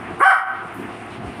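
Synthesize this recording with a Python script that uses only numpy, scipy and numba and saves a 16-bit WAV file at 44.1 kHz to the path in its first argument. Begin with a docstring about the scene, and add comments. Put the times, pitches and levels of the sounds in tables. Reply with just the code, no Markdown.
"""A puppy gives one high, arching yap on the tiled floor of a hard, echoing room, two metres from a phone.
Its rough vocal folds sound through the throat and opening mouth, and air hisses past its teeth.
Walls throw the yap back and ring on over a humming, fan-like rush, with soft low bumps and faint scuffs.
The phone's gain control ducks under the bark, holds, and lets the room noise swell back."""
import sys
import numpy as np
from scipy import signal
from scipy.fft import rfft, irfft
from scipy.io import wavfile
from scipy.ndimage import uniform_filter1d, minimum_filter1d
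from numba import njit

SR = 44100
rng = np.random.default_rng(int(sys.argv[2]) if len(sys.argv) > 2 else 0)


def digitize_waveform(pressure):
    """Quantize a signal to 16-bit integers and store it at the path in sys.argv[1].

    Rows of a 2-D input are taken as channels; values are limited to [-1, 1].
    """
    field = np.atleast_2d(pressure).T
    bounded = np.clip(field, -1, 1)
    quanta = np.round(bounded * 32767).astype(np.int16)
    wavfile.write(sys.argv[1], SR, quanta)


N = 61739
TOP_HZ = 15450


def undb(db):
    return 10 ** (np.asarray(db) / 20)


def unit(x):
    """Scaled to rms 1."""
    return x / np.sqrt(np.mean(x ** 2) + 1e-20)


def curve(table, t, column=1):
    """A column of a table, joined by straight lines in time."""
    rows = np.array(table, float)
    return np.interp(t, rows[:, 0], rows[:, column])


def at_hz(table, hz):
    """A table read on a log-frequency axis."""
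    rows = np.array(table, float)
    return np.interp(np.log(np.maximum(hz, 1)), np.log(rows[:, 0]), rows[:, 1])


def colour(x, table):
    """Equalises a sound with a (Hz, dB) table."""
    return irfft(rfft(x) * undb(at_hz(table, np.fft.rfftfreq(N, 1 / SR))), N)


def octaves(x):
    """Octave bands (Hz, sound) that add up to the whole."""
    centres = 16000 / 2 ** np.arange(9)[::-1]
    spectrum, f = rfft(x), np.fft.rfftfreq(N, 1 / SR)
    return [(hz, irfft(spectrum * at_hz(np.c_[centres, centres == hz], f), N)) for hz in centres]


def wander(rate):
    """Smooth random motion of rms 1, changing rate times a second."""
    k = max(int(SR / rate), 1)
    steps = rng.standard_normal(N)[np.arange(N) // k]
    return unit(uniform_filter1d(uniform_filter1d(steps, k), k))


def puff(t, start, db, hz, width, attack, decay):
    """Noise in one steep resonance that swells and fades."""
    f = np.fft.rfftfreq(N, 1 / SR) + 1
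    detuning = (f * f - hz * hz) / (f * width)
    band = unit(irfft(rfft(rng.standard_normal(N)) / (1 + detuning ** 2), N))
    swell = np.clip((t - start) / attack, 0, 1)
    return undb(db) * band * swell * np.exp(-np.maximum(t - start - attack, 0) / decay)


# The colour of the rush. Each row: frequency in Hz, relative level in dB.
RUSH_EQ = [(20, -35), (35, -20), (90, -5), (140, -5.5), (200, -1), (320, -1.5), (450, -3.5), (560, -11.5),
           (700, 0.5), (900, -5.5), (1150, -3), (1450, -7), (1900, -8.5), (2800, -14), (3800, -26.5),
           (5200, -33.5), (6500, -38.5), (7800, -36.5), (9300, -28.5), (11000, -44), (15500, -56)]
# The motor's tones. Each row: frequency in Hz, level in dB.
MOTOR_TONES = [(108, -47.5), (231.5, -53.5), (349, -44.5), (737, -75)]


def room_tone(t):
    """A fan-like rush, restless in the bass, with a wavering motor hum."""
    rush = hum = 0
    for hz, band in octaves(colour(rng.standard_normal(N), RUSH_EQ)):
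        flicker_db = 3.5 if hz < 400 else 2.15
        rush += band * undb(flicker_db * wander(22))
    for hz, db in MOTOR_TONES:
        peak = np.sqrt(2) * undb(db + wander(6.7))
        speed = 1 + .01254 * wander(20)
        hum += peak * np.sin(2 * np.pi * hz * np.cumsum(speed) / SR)
    return undb(-33) * unit(rush) + hum


# Each row: start in seconds, level in dB, centre and width in Hz, attack and decay in seconds.
LOW_BUMPS = [(.015, -32.5, 219, 109, 0.016, 0.041), (.1, -35, 250, 140, .01, 0.024),
             (.77, -28.5, 246, 119, 0.027, 0.054), (1.175, -33.5, 131, 100, 0.024, 0.059),
             (1.243, -29, 78, 58.4, 0.011, 0.024), (1.35, -32, 263, 131, 0.05, 0.066)]


def bumps(t):
    """Soft, dull bumps before and after the yap."""
    return sum(puff(t, *row) for row in LOW_BUMPS)


# Each row: start in seconds, level in dB, centre and width in Hz, attack and decay in seconds.
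LIP_TICK = [(.191, -47, 9400, 1400, .004, .012)]


def lips(t):
    """The lips part with a tiny wet tick."""
    return sum(puff(t, *row) for row in LIP_TICK)


# The arch of the yap. Each row: time in seconds, pitch in Hz.
YAP_PITCH = [(.196, 265.2), (.206, 345.3), (.214, 480.2), (.222, 555.5), (.238, 562.4), (.246, 720),
             (.256, 770.3), (.275, 759.1), (.295, 773.1), (.306, 690.8), (.316, 625), (.33, 450.1)]
# Throat and mouth resonances. Each row: frequency in Hz, gain in dB.
THROAT_EQ = [(120, -34), (250, -1), (340, -5.5), (490, -9), (600, -17.5), (770, -4.5), (1100, -0.5),
             (1500, -2.5), (1720, -9), (1980, -10.5), (2300, -21.5), (2600, -32.5), (3000, -20.5),
             (3600, -42.5), (4200, -45), (4600, -42), (5400, -39.5), (6500, -66), (8000, -72), (9000, -63),
             (11000, -64), (15000, -57)]
# The mouth opens, thinning and brightening the yap. Each row: time in seconds, low and high cut in Hz.
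MOUTH_CUTS = [(.195, 200, 1840), (.214, 380, 2250), (.228, 616, 3000), (.236, 640, 6500),
              (.255, 650, 14100)]


def voice(t, rough):
    """Jittery vocal folds, a growl of uneven alternate cycles and pulsed rasp, through throat and mouth."""
    jitter_rate = 329.8
    pitch = curve(YAP_PITCH, t) * (1 + .058 * rough * wander(jitter_rate))
    phase = 2 * np.pi * np.cumsum(pitch) / SR
    low_cut, high_cut = curve(MOUTH_CUTS, t), curve(MOUTH_CUTS, t, column=2)

    def mouth(hz):
        return 1 / np.sqrt(1 + (hz / high_cut) ** 10 + (low_cut / hz) ** 10)

    def partial(k, scatter=0):
        hz = k * pitch
        return undb(at_hz(THROAT_EQ, hz)) * mouth(hz) * (hz < TOP_HZ) * np.cos(k * phase + scatter)

    tone = sum(partial(k, scatter=.8 * (k - 1) * rough * wander(jitter_rate)) for k in range(1, 17))
    growl = wander(120) * sum(partial(k + .5) for k in range(1, 5))
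    breath = unit(colour(rng.standard_normal(N) * (1 + np.cos(phase)), THROAT_EQ))
    rasp = sum(band * mouth(hz) * undb(2.5 * np.log2(hz / 1000))  # tilted up 2.5 dB an octave
               for hz, band in octaves(breath) if hz > 700)
    return tone + rough * (undb(-13) * growl + undb(-6) * rasp)


# The push behind the yap. Each row: time in seconds, effort in dB, roughness from 0 to 1.
YAP_EFFORT = [(.192, -49, 0.4), (.203, -25, 0.52), (.216, -13.5, 0.73), (.229, 1, 0.16), (.247, -3, 0.67),
              (.265, 1.5, 0.27), (.29, -1.5, .2), (.31, 1, 0.31), (.324, -5.5, 0.41), (.34, -22.5, .4)]
# Hiss at the teeth. Each row: frequency in Hz, relative level in dB.
TEETH_EQ = [(3000, -46), (6500, -16.5), (7800, -8.5), (9000, 1.5), (10500, -2), (12000, -14), (15500, -24)]


def bark(t):
    """One push of breath drives the voice and hisses past the teeth."""
    effort_db, rough = curve(YAP_EFFORT, t), curve(YAP_EFFORT, t, column=2)
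    gate = np.clip((t - .1897) / .016, 0, 1) * (t < YAP_EFFORT[-1][0])
    throat = undb(7 + effort_db) * voice(t, rough)
    hiss_db = -29 + .63 * np.maximum(effort_db, -26)
    hiss = undb(hiss_db) * unit(colour(rng.standard_normal(N), TEETH_EQ))
    return gate * (throat + hiss)


# The reverb tail. Each row: frequency in Hz, seconds to fall 60 dB.
TAIL_DECAY = [(200, .45), (500, 0.58), (1000, 0.6), (1800, 0.61), (3500, 0.46), (10000, 0.28),
              (15000, 0.61)]
# First slaps off floor and walls. Each row: delay in seconds, gain in dB.
REFLECTIONS = [(.0052, -13), (0.0124, -7.5), (.0215, -12), (.033, -7), (.078, -9), (.105, -16.5)]
# Pitches the room rings at. Each row: frequency in Hz, gain at resonance in dB, seconds to fall 60 dB.
RINGING_MODES = [(776, 12.5, 0.41), (1111, 2, .3), (1407, 2.5, 0.83), (3200, 2.5, 0.5), (4680, 8, .6)]


def room(x, t):
    """Direct sound, hard reflections, ringing modes and a diffuse tail that thins out below 500 Hz."""
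    tail = sum(band * min(hz / 500, 1) * undb(-60 * t / at_hz(TAIL_DECAY, hz))
               for hz, band in octaves(rng.standard_normal(N)))
    tail *= np.minimum(t / .03, 1)  # builds over 30 ms
    response = undb(-3) * tail / np.sqrt(np.sum(tail ** 2))
    response[0] += 1  # direct sound
    for delay, db in REFLECTIONS:
        response[int(delay * SR)] += undb(db)
    for hz, db, t60 in RINGING_MODES:
        damping = np.log(1000) / t60
        response += undb(db) * 2 * damping / SR * np.exp(-damping * t) * np.cos(2 * np.pi * hz * t)
    return signal.fftconvolve(x, response)[:N]


# Each row: start in seconds, level in dB, centre and width in Hz, attack and decay in seconds.
FLOOR_SCUFFS = [(.725, -51, 9000, 5000, .0005, .002), (.736, -50, 11500, 7000, .008, .06),
                (1.062, -52, 9500, 2000, .001, .004)]


def scuffs(t):
    """Faint ticks and a brush across the floor."""
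    return sum(puff(t, *row) for row in FLOOR_SCUFFS)


def scene():
    """The puppy in its echoing room, over room tone, scuffs and bumps, in mono."""
    t = np.arange(N) / SR
    puppy = bark(t) + lips(t)
    return (room(puppy, t) + room_tone(t) + scuffs(t) + bumps(t))[None]


@njit
def duck(allowed, hold_s, recover_s):
    """Gain that drops at once to what is allowed, waits while the sound stays loud, then creeps back to 1."""
    out, gain, wait = np.empty(len(allowed)), 1., 0.
    for i in range(len(allowed)):
        gain = min(gain, allowed[i])
        wait = hold_s * SR if allowed[i] < 1.4 * gain else wait - 1
        if wait < 0:
            gain += (1 - gain) / (recover_s * SR)
        out[i] = gain
    return out


def record(dry):
    """The phone's gain control looks a little ahead and ducks the bark; a steep filter cuts the top."""
    limit_db, look_ahead_s = -.7, .0089
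    window = 2 * int(look_ahead_s * SR)
    allowed = minimum_filter1d(undb(limit_db) / (np.abs(dry[0]) + 1e-9), window)
    gain = uniform_filter1d(duck(allowed, hold_s=.11, recover_s=.2), window)
    top_cut = signal.ellip(10, .2, 90, TOP_HZ, fs=SR, output="sos")
    return signal.sosfilt(top_cut, dry * gain)


dry = scene()
out = record(dry)
digitize_waveform(out)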